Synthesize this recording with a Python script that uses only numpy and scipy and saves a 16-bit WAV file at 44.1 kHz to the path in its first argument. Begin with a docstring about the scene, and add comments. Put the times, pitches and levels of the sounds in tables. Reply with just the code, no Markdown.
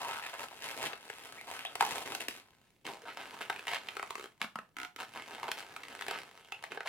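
"""In a small, soft bedroom, hands twist a long latex balloon close to two microphones.
Stick-slip friction on rubber and skin makes each stroke a creaking run of tiny slips, now and then a squeak;
single big slips make hollow clicks. Every slip rings the taut skin, thumps the air in the pinched bubble
and sheds a bright crackle of noise. Enclosed air rings in sympathy, over a short reverberation and still air."""
import sys
import numpy as np
from scipy import signal
from scipy.fft import rfft, irfft
from scipy.io import wavfile
from scipy.ndimage import uniform_filter1d, map_coordinates

SR = 44100
rng = np.random.default_rng(int(sys.argv[2]) if len(sys.argv) > 2 else 0)


def to_wav(s):
    """Save 16-bit WAV."""
    ch = np.atleast_2d(s).T  # columns
    pcm = np.round(np.clip(ch, -1, 1) * 32767)  # PCM
    wavfile.write(sys.argv[1], SR, pcm.astype(np.int16))


N = 303408
TIME = np.arange(N) / SR   # s

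# Source levels in the tables are nominal: trims, air resonance and filters come later.
# still air, spectral shape only: frequency_hz, relative_density_db
AIR_SPECTRUM = [(25, -5), (130, 6.5), (400, -1.5), (3000, -25.5), (16000, -23)]
AIR_RMS_DB = -73
# colour of the reverberation: frequency_hz, relative_db
ROOM_SPECTRUM = [(150, -5), (800, -1)]
ROOM_T60_S = 0.23
# likeness of diffuse sound in the two channels: frequency_hz, correlation (no unit)
CHANNEL_LIKENESS = [(40, 0.52), (220, 0.83), (700, 0.69), (4000, 0.43)]
# position of the balloon, left of the middle and then near it: time_s, left_right_balance_db, left_lead_ms
POSITION = [(2.4, 0.86, 0.095), (2.85, -0.2, -0.026)]
# air modes of the long tube: frequency_hz, gain_db
TUBE_MODES = [(497, -9), (635, -8), (806, -10), (935, -9), (1636, -9)]
# air modes of a small twisted-off bubble: frequency_hz, gain_db
FREE_BUBBLE_MODES = [(727, 6), (1416, -2), (2191, -1)]
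FREE_START_S, FREE_END_S = 4.7, 4.95   # the bubble hangs free between the hands
AIR_T60_S = 0.22
# lowest resonance of the bubble in the fingers: time_s, resonance_hz
BUBBLE_RESONANCE = [(0, 450), (2.1, 422.5), (2.3, 291.1), (3.7, 426.3), (4.25, 365.8), (4.4, 200.6),
                    (4.6, 194), (4.75, 290), (4.97, 280), (5.45, 379), (6.74, 429.9)]
# colour of the skin's modes over all grips: frequency_hz, gain_db
SKIN_COLOUR = [(500, -5), (820, 4.5), (1200, -3), (1650, 0.5), (2700, 1.5), (3500, -2), (4500, 4.5)]
# colour of the crackle: frequency_hz, relative_density_db
CRACKLE_SPECTRUM = [(1000, -3.5), (2500, 7), (4000, 1.5), (5500, -2.5), (10500, -5), (16000, -13)]
# squeaks, slips locked to one skin mode: start_s, length_s, level_db, pitch_hz, glide_octaves
SQUEAK_EVENTS = [(0.045, 0.062, -48.5, 929, -0.12), (1.373, 0.032, -52, 2040, .15),
                 (1.652, .016, -46.5, 3150, -.05), (3.032, 0.031, -57.5, 531, .5),
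                 (3.055, 0.043, -54, 1443, 0), (5.38, 0.0063, -48.5, 894.4, -0.017),
                 (6.417, 0.03795, -68.5, 3117, .1), (6.523, 0.008, -45, 2620, 0)]
# single big slips, levels over the first 5 ms: start_s, ring_db, ring_hz, crack_db, thump_db
BIG_SLIPS = [(0.7132, -44, 1592, -53.5, -63.5), (0.8195, -50, 1700, -45, -53), (0.839, -37, 1065, -47, -64),
             (0.9319, -40, 1710, -61, -44.5), (1.1002, -40.5, 1538, -47.5, -42),
             (1.6505, -37, 2500, -44.5, -66), (1.7542, -40, 1099, -39, -45),
             (1.8084, -21, 830, -33.5, -36.5), (1.8243, -26, 838, -38.5, -33.5),
             (1.8505, -47, 2900, -39, -63.5), (2.1497, -51, 2936, -35.5, -60),
             (2.2839, -49, 2153, -35, -37.5), (3.499, -31, 1402, -43.5, -39.5),
             (3.5022, -36.5, 1300, -49, -44), (3.67, -38, 1910, -44, -51), (3.681, -34.5, 2101, -44, -48),
             (3.6915, -43, 2300, -53, -65), (3.734, -35.5, 1751, -44, -46.5), (3.746, -38, 2400, -40, -68),
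             (3.7578, -40.5, 1794, -56, -55), (3.766, -39.5, 2101, -53, -67),
             (3.8864, -36.5, 2769, -49, -70), (3.9682, -37, 1296, -47, -40),
             (3.9955, -38, 1303, -50.5, -42.5), (4.0278, -36, 1200, -48, -44.5),
             (4.1062, -39, 1190, -43.5, -43.5), (4.1542, -38, 1172, -46.5, -45),
             (4.416, -31.5, 1600, -42.5, -42.5), (4.4433, -41.5, 1356, -63, -42.5),
             (4.557, -36.5, 1290, -50.5, -41), (4.588, -41.5, 1270, -53.5, -47),
             (4.962, -48, 1401, -49, -53), (5.4309, -38, 1000, -47.5, -57), (5.44, -43, 1091, -53, -58),
             (5.4813, -38, 938.3, -51, -58), (5.488, -37, 910, -52, -37.5),
             (5.516, -37.5, 3700, -35.5, -67), (5.5946, -50, 3186, -47, -66.5),
             (5.7642, -41.5, 1746, -47.5, -72), (5.8342, -44, 1906, -53.5, -60),
             (6.011, -40.5, 1695, -45.5, -51), (6.0222, -39, 1958, -48, -56),
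             (6.0826, -38, 1723, -40, -37.5), (6.1102, -38.5, 914, -40, -38),
             (6.522, -39.5, 2628, -48, -51), (6.639, -39.5, 2014, -47, -51), (6.72, -40.5, 1700, -54, -44),
             (6.7742, -38, 1570, -66, -37), (6.8061, -37.5, 1656, -55.5, -43.5),
             (6.8755, -43, 2495, -59, -65)]
# runs, a twisted neck giving way notch by notch: start_s, end_s, gap_s, ring_db, ring_hz, crack_db, thump_db
NOTCH_RUNS = [(0.1187, .205, 0.013, -43, 1350, -51.5, -68), (0.224, .28, 0.012, -44, 1730, -53, -68),
              (3.527, 3.61, 0.033, -44, 1700, -53.5, -51), (4.18, 4.266, .0155, -50.5, 1220, -53, -44),
              (4.768, 4.855, 0.016, -43.5, 1430, -49.5, -51.5)]
RUN_JITTER_S, RUN_SPREAD_DB = 0.001004, 1.5   # the notches of a run are not quite even
# light rubbing of the holding hands: time_s, creak_db, crackle_db
HOLDING = [(0, -57, -52), (1.0, -59, -62), (1.15, -56.5, -56.5), (1.72, -55.5, -61), (2.39, -59, -62.5),
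           (2.44, -67.5, -73.5), (2.83, -86, -80.5), (2.87, -60.5, -66), (3.3, -54, -60.5),
           (3.82, -55.5, -61.5), (4.22, -62, -61.5), (4.31, -74, -77), (4.94, -80, -88), (5.13, -57.5, -60),
           (5.38, -53, -60.5), (5.7, -55, -62), (6.21, -52, -58.5), (6.26, -63, -68), (6.88, -65, -71)]
HOLD_RING_HZ, HOLD_THUMP_DB = 1410, -4.5   # skin pitch between strokes; thump relative to creak
# pushes of the fingers or turns of a bubble, levels at mid-stroke, swell from start to end:
# start_s, length_s, creak_db, crackle_db, thump_db, swell_db, pitch_hz
FINGER_STROKES = [(0.0, 0.11, -43, -54, -54.5, 1, 1024), (.122, 0.17, -49, -61, -81, 0, 1400),
                  (0.332, 0.018, -42, -58, -70, 0, 1220), (0.387, 0.053, -45.5, -52, -52.5, 0, 1175),
                  (0.511, 0.024, -50, -63, -60, 0, 893), (0.612, 0.14, -48.5, -50.5, -56.5, -2, 1550),
                  (0.761, 0.11, -45, -47.5, -47, 7, 1010), (.895, 0.041, -47, -57, -55, 2, 1140),
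                  (1.474, 0.16, -49, -53, -71, 4, 1378), (1.796, 0.23, -48.5, -49.5, -54, -3, 1134),
                  (2.055, 0.12, -46.5, -50, -47.5, -5, 940), (2.202, 0.02, -43, -45, -46.5, -2, 1839),
                  (2.287, 0.093, -58, -55.5, -61, -2, 1960), (2.849, 0.098, -48, -55.5, -49.5, -8, 950),
                  (3.055, 0.049, -48.5, -64, -56, 6, 1188), (3.164, 0.04, -44.5, -56.5, -57, 0.5, 1152),
                  (3.407, 0.0099, -40, -48.5, -47.5, 3, 1500), (3.666, 0.095, -41.5, -51, -62, 1, 1900),
                  (4.399, 0.042, -52, -56.5, -62, 12, 1420), (4.984, 0.051, -45.5, -54.5, -59, 0, 1460),
                  (5.15, 0.066, -47.5, -63, -55, 2.5, 1290), (5.274, .075, -52, -60, -57, 2, 1014),
                  (5.433, 0.028, -45, -70, -51, -5.5, 945.6), (5.573, 0.034, -48, -53.5, -66, 0, 1410),
                  (6.087, 0.074, -44, -64, -59, -2, 1725), (6.622, .025, -53, -63, -66, 4, 2000),
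                  (6.708, 0.056, -49, -60, -48.5, -3.5, 1647), (6.853, 0.028, -42.5, -54.5, -72, 7, 1293)]
ATTACK_S, RELEASE_S = .008, .014   # full rise time; decay constant once the push ends
TIGHTEN_OCTAVES_PER_DB = 0.37   # the skin tightens as a stroke swells and slackens as it fades
# slips per second at the usual creak level; the rate grows as creak gain to this exponent
SLIPS_PER_S, USUAL_CREAK_DB, RATE_EXPONENT = 180, -48, .5
CUTOFF_HZ = 16200


def from_db(db):
    """Amplitude ratio: 20 dB is a factor of ten."""
    return 10 ** (np.asarray(db) / 20)


def rms_one(x):
    """Normalization: scale to a root mean square of 1."""
    return x / np.sqrt(np.mean(x ** 2) + 1e-20)


def in_time(rows):
    """Linear interpolation: each column of a curve at every sample."""
    s, *columns = np.transpose(rows)
    return [np.interp(TIME, s, column) for column in columns]


def at_hz(points, hz):
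    """Logarithmic frequency: interpolate a spectrum along octaves."""
    point_hz, value = np.transpose(points)
    return np.interp(np.log(hz), np.log(point_hz), value)


def drift(rate):
    """Slow random variation: rms 1, with this many knots per second joined by lines."""
    knots = rng.standard_normal(int(N / SR * rate) + 2)
    return rms_one(np.interp(TIME * rate, np.arange(len(knots)), knots))


def level(x, window):
    """Short-time power: running rms of all channels together, kept above zero."""
    power = np.mean(np.atleast_2d(x) ** 2, axis=0)
    size = max(int(window * SR), 2)
    smooth = uniform_filter1d(uniform_filter1d(power, size), size)
    return np.sqrt(smooth + 1e-3 * power.mean())


def ring(clicks, hz, t60):
    """Damped resonance: a unit click starts a cosine of height about 1 that falls 60 dB in t60 seconds."""
    radius = from_db(-60 / (t60 * SR))
    angle = 2 * np.pi * hz / SR
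    return signal.lfilter([.5, 0, -.5], [1, -2 * radius * np.cos(angle), radius ** 2], clicks + 1e-18)


def colour(x, spectrum):
    """Minimum phase: a causal filter derived from the spectrum through its folded cepstrum."""
    size = 2048
    hz = np.maximum(np.fft.rfftfreq(size, 1 / SR), 1)
    cepstrum = irfft(np.log(from_db(at_hz(spectrum, hz))))
    cepstrum[1:size // 2] *= 2
    cepstrum[size // 2 + 1:] = 0
    impulse_response = irfft(np.exp(rfft(cepstrum)))
    return signal.oaconvolve(x, impulse_response[None], axes=1)[:, :x.shape[1]]


def diffuse(count):
    """Interchannel coherence: white stereo noise whose correlation depends on frequency."""
    mid, side = rfft(rng.standard_normal((2, count)))
    hz = np.maximum(np.fft.rfftfreq(count, 1 / SR), 1)
    alike = np.clip(at_hz(CHANNEL_LIKENESS, hz), -1, 1)
    common = np.sqrt((1 + alike) / 2) * mid
    opposed = np.sqrt((1 - alike) / 2) * side * [[1], [-1]]
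    return irfft(common + opposed, count)


def still_air():
    """Ambient noise: steady diffuse noise with the spectrum of the quiet room."""
    return from_db(AIR_RMS_DB) * rms_one(colour(diffuse(N), AIR_SPECTRUM))


def bedroom(x, wet_db, gap_s):
    """Reverberation: dense reflections begin after a short gap and die quickly in the bedding."""
    t = TIME[:SR // 2]
    decay = from_db(-60 * t / ROOM_T60_S) * np.clip(t / gap_s - 1, 0, 1)
    response = colour(diffuse(len(t)), ROOM_SPECTRUM) * decay / np.linalg.norm(decay)
    return from_db(wet_db) * signal.fftconvolve(x, response, axes=1)[:, :N]


def place(x):
    """Interchannel level and time difference: the nearer microphone hears the balloon sooner and louder."""
    balance_db, lead_ms = in_time(POSITION)
    samples = np.arange(N) - lead_ms * SR / 1000
    right = map_coordinates(x[1], [samples], order=3)
    return np.array([x[0] * from_db(balance_db / 2), right * from_db(-balance_db / 2)])


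def high_pass(x, hz):
    """High-pass: little of the balloon's sound lies below the corner frequency."""
    return signal.sosfilt(signal.butter(2, hz, "high", fs=SR, output="sos"), x)


def radiate(x):
    """Radiation band: the skin's modes speak only in the middle of the range."""
    return signal.sosfilt(signal.butter(3, [490, 4400], "band", fs=SR, output="sos"), x)


def air_modes(x, modes):
    """Sympathetic resonance: enclosed air answers the balloon's sound and rings on."""
    loss = 1 - from_db(-60 / (AIR_T60_S * SR)) ** 2
    return sum(from_db(db) * loss * ring(x, hz, AIR_T60_S) for hz, db in modes)


def tube(x):
    """Cavity resonance: the long tube is driven, except while the fingers work on a small free bubble."""
    free = (TIME > FREE_START_S) & (TIME < FREE_END_S)
    return air_modes(x * ~free, TUBE_MODES) + air_modes(x * free, FREE_BUBBLE_MODES)


def stroke_envelope(start, length, swell_db):
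    """Amplitude envelope: quick attack, a hold that swells or fades, and an exponential release."""
    t = TIME - start
    attack = np.clip(t / ATTACK_S + .5, 0, 1)
    hold = from_db(swell_db * (np.clip(t / length, 0, 1) - .5))
    release = np.exp(-np.clip((t - length) / RELEASE_S, 0, 20))
    return attack * hold * release


def squeaks(trim_db, wobble, flutter_db):
    """Mode locking: a rough, wavering tone glides as the rubber stretches or slackens."""
    out = np.zeros(N)
    waver = 1 + wobble * drift(500)
    flutter = rms_one(from_db(flutter_db * drift(400)))
    for start, length, db, hz, glide in SQUEAK_EVENTS:
        pitch_hz = hz * 2 ** (glide * (np.clip((TIME - start) / length, 0, 1) - .5))
        tone = np.sqrt(2) * np.sin(2 * np.pi * np.cumsum(pitch_hz * waver) / SR)
        out += from_db(db + trim_db) * stroke_envelope(start, length, 0) * tone
    return out * flutter


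def bursts(energy, decay_s):
    """Impulsive noise: each snap is a very short burst of bright noise whose power decays exponentially."""
    keep = np.exp(-1 / (decay_s * SR))
    envelope = np.sqrt(signal.lfilter([1 - keep], [1, -keep], energy + 1e-18))
    return colour(envelope * diffuse(N), CRACKLE_SPECTRUM)


def slip_tone(hz, t60, snap_db, body_db, body_cycles, stutter, stutter_s, count):
    """Modal excitation: a broad snap and brief stutter ring one main mode and a scatter of other skin modes."""
    t = TIME[:SR // 10]
    fade = np.clip(1 - t / stutter_s, 0, 1)
    drive = stutter * rng.standard_normal(len(t)) * fade / np.sqrt(stutter_s * SR)
    drive[0] = 1
    main, body = ring(drive, hz, t60), 0
    for mode_hz in np.geomspace(640, 3500, count) * np.exp(0.061 * rng.standard_normal(count)):
        mid, side = rng.standard_normal(2)
        alike = np.clip(at_hz(CHANNEL_LIKENESS, mode_hz), 0, 1)
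        gain = np.sqrt(1 + alike) * np.sign(mid) + np.sqrt(1 - alike) * side * np.array([[1], [-1]])
        near = 1 / np.sqrt(1 + 2 * np.log2(mode_hz / hz) ** 2)
        mode = ring(drive, mode_hz, body_cycles / mode_hz)
        body = body + gain * near * from_db(at_hz(SKIN_COLOUR, mode_hz)) * mode
    snap = ring(drive, hz, 2.8 / hz)
    return radiate(rms_one(main) + from_db(snap_db) * rms_one(snap) + from_db(body_db) * rms_one(body))


def slip_series():
    """Successive release: lone slips and run notches as times, gains, ring_db, ring_hz, crack_db, thump_db."""
    series = [([s], [1], *sound) for s, *sound in BIG_SLIPS]
    for start, end, gap, *sound in NOTCH_RUNS:
        times = np.arange(start, end, gap)
        late, strong = rng.standard_normal((len(times), 2)).T
        series.append((times + RUN_JITTER_S * late, from_db(RUN_SPREAD_DB * strong), *sound))
    return series


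def big_slips(ring_trim_db, crack_trim_db, thump_trim_db, thump_cycles, damping):
    """Sudden stress release: a stuck fold gives a crack, a hollow ring and a round thump; a run shares one ring."""
    out, cracks = np.zeros((2, N)), np.zeros(N)
    bubble_hz, = in_time(BUBBLE_RESONANCE)
    first = int(.005 * SR)   # levels are set over the first 5 ms
    click = signal.unit_impulse(SR // 10)
    usual_db = np.median(np.array(BIG_SLIPS)[:, 1])
    for times, gains, ring_db, hz, crack_db, thump_db in slip_series():
        # wide swings are cleaner, die sooner and stay mostly in the main mode
        loss_db = damping * max(ring_db - usual_db, 0)
        t60 = 14 / hz * from_db(-loss_db)
        tone = slip_tone(hz, t60, snap_db=-3, body_db=2.5 - loss_db, body_cycles=10.45,
                         stutter=2.8 * from_db(-loss_db), stutter_s=0.0045, count=12)
        air_hz = np.interp(times[0], TIME, bubble_hz)
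        # two resonances in series round off the onset
        thump = ring(ring(click, air_hz, 2 / air_hz), air_hz, thump_cycles / air_hz)
        slip = from_db(ring_db + ring_trim_db) * tone / tone[:, :first].std()
        slip = slip + from_db(thump_db + thump_trim_db) * thump / thump[:first].std()
        for s, gain in zip(times, gains):
            at = round(s * SR)
            out[:, at:at + len(click)] -= gain * slip[:, :N - at]
            cracks[at] = first * (gain * from_db(crack_db + crack_trim_db)) ** 2
    peel = np.hanning(SR // 400)   # the contact peels open over 2.5 ms
    return out + bursts(np.convolve(cracks, peel / peel.sum(), "same"), decay_s=.001)


def hands():
    """Power addition: strokes over the light hold give three gains; creak power weights the pitch in octaves."""
    creak_db, crackle_db = in_time(HOLDING)
    power = from_db([creak_db, crackle_db, creak_db + HOLD_THUMP_DB]) ** 2
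    octaves = power[0] * np.log2(HOLD_RING_HZ)
    for start, length, creak_db, crackle_db, thump_db, swell_db, hz in FINGER_STROKES:
        envelope = stroke_envelope(start, length, swell_db)
        stroke = np.outer(from_db([creak_db, crackle_db, thump_db]), envelope) ** 2
        glide = TIGHTEN_OCTAVES_PER_DB * swell_db * (np.clip((TIME - start) / length, 0, 1) - .5)
        power = power + stroke
        octaves = octaves + stroke[0] * (np.log2(hz) + glide)
    return *np.sqrt(power), 2 ** (octaves / power[0])


def stick_slip(per_s, jitter, spread_db):
    """Stick-slip friction: stress lets go at uneven intervals, and a longer hold favours a bigger slip."""
    holds = np.exp(jitter * rng.standard_normal(N // 10))
    holds /= holds.mean()
    at = np.searchsorted(np.cumsum(per_s) / SR, np.cumsum(holds))
    sizes = np.sqrt(holds) * from_db(spread_db * rng.standard_normal(len(holds)))
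    clicks = np.zeros(N)
    clicks[at[at < N]] = sizes[at < N]
    return clicks


def strike(clicks, hz, cycles, scatter):
    """Modal excitation: every slip strikes one mode, with a strength that differs by slip and channel."""
    at = np.flatnonzero(clicks)
    own, side = rng.standard_normal((len(at), 2)).T
    alike = np.clip(at_hz(CHANNEL_LIKENESS, hz), 0, 1)
    width = np.sqrt((1 - alike) / (1 + alike) * (1 + scatter ** 2))
    common = rng.choice([-1, 1]) + scatter * own
    drive = np.zeros((2, N))
    drive[:, at] = clicks[at] * (common + 0.55 * width * side * [[1], [-1]])
    return ring(drive, hz, cycles / hz) * np.sqrt(hz)


def creak(slips, chatter, centre_hz, cycles, snap_cycles, snap_share, focus_octaves, skirt, wander_db, count):
    """Membrane modes: slips jerk all modes in sharp grains; modes ring most near the pitch set by tension."""
    ringing, snaps = 0, 0
    for hz in np.geomspace(560, 4200, count):
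        near = np.exp(-.5 * (np.log2(hz / centre_hz) / focus_octaves) ** 2)
        gain = (skirt + near) * from_db(at_hz(SKIN_COLOUR, hz) + wander_db * drift(16))
        ringing = ringing + strike(chatter * gain, hz, cycles, scatter=0.65)
        snaps = snaps + ring(slips * gain * (skirt + near), hz, snap_cycles / hz) * np.sqrt(hz)
    ringing, snaps = radiate(ringing), radiate(snaps)
    out = np.sqrt(1 - snap_share) * rms_one(ringing) + np.sqrt(snap_share) * rms_one(snaps)
    return out / level(out, .028)


def thumps(clicks, bubble_hz, cycles, focus_octaves, skirt, count):
    """Cavity excitation: the slips shake the air in the held bubble, most near its resonance."""
    out = 0
    for hz in np.geomspace(110, 520, count):
        near = np.exp(-.5 * (np.log2(hz / bubble_hz) / focus_octaves) ** 2)
        out = out + strike(clicks * (skirt + near), hz, cycles, scatter=1.95)
    return out / level(out, 0.011)


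def crackle(clicks, grains_per_s, spread_db):
    """Adhesive peeling: tiny patches of latex let go all the time; larger slips stand out as bright ticks."""
    sizes = from_db(spread_db * np.minimum(rng.exponential(1, N), 4))
    grains = (rng.random(N) < grains_per_s / SR) * sizes
    ticks = clicks ** 2 / level(clicks ** 2, .08)
    out = bursts((grains / level(grains, .03)) ** 2 + 1.6 * ticks ** 2, decay_s=.0006)
    return out / level(out, .04)


def rubbing(creak_trim_db, crackle_trim_db, thump_trim_db, uneven_db):
    """Common excitation: stick-slip drives skin, bubble and crackle, faster as the rub grows stronger."""
    creak_gain, crackle_gain, thump_gain, centre_hz = hands()
    per_s = SLIPS_PER_S * (creak_gain / from_db(USUAL_CREAK_DB)) ** RATE_EXPONENT
    bubble_hz, = in_time(BUBBLE_RESONANCE)
    clicks = stick_slip(per_s, jitter=.5, spread_db=3.2)
    # between the main slips the rubber slides in a dense chatter of tiny ones
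    chatter = clicks + .3 * stick_slip(8 * per_s, jitter=.8, spread_db=3.5)
    skin = creak(clicks, chatter, centre_hz, cycles=22, snap_cycles=7, snap_share=.3,
                 focus_octaves=.4, skirt=.45, wander_db=3.8, count=28)
    air = thumps(chatter, bubble_hz, cycles=8.6, focus_octaves=0.45, skirt=0.26, count=12)
    fizz = crackle(clicks, grains_per_s=980, spread_db=-2.0)
    pressure = from_db(uneven_db * drift(35))   # the fingers move in small jerks
    out = creak_gain * from_db(creak_trim_db) * skin
    out = out + thump_gain * from_db(thump_trim_db) * air
    out = out + crackle_gain * from_db(crackle_trim_db) * fizz
    return pressure * out


def scene():
    """Superposition: the balloon, its reverberation and the still air add."""
    balloon = rubbing(creak_trim_db=0.0, crackle_trim_db=3.0, thump_trim_db=-3.5, uneven_db=1.69)
    balloon = balloon + big_slips(ring_trim_db=2.0, crack_trim_db=5.5, thump_trim_db=-5.5,
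                                  thump_cycles=8.6, damping=0.23)
    balloon = balloon + squeaks(trim_db=2.0, wobble=0.075, flutter_db=4.0)
    balloon = place(high_pass(balloon + tube(balloon), hz=74.872))
    air = still_air()
    return balloon + bedroom(balloon, wet_db=-4.5, gap_s=0.00074) + air


def record(dry):
    """Band limitation: an elliptic low-pass cuts the top steeply."""
    return signal.sosfilt(signal.ellip(10, .1, 80, CUTOFF_HZ, fs=SR, output="sos"), dry)


dry = scene()
out = record(dry)
to_wav(out)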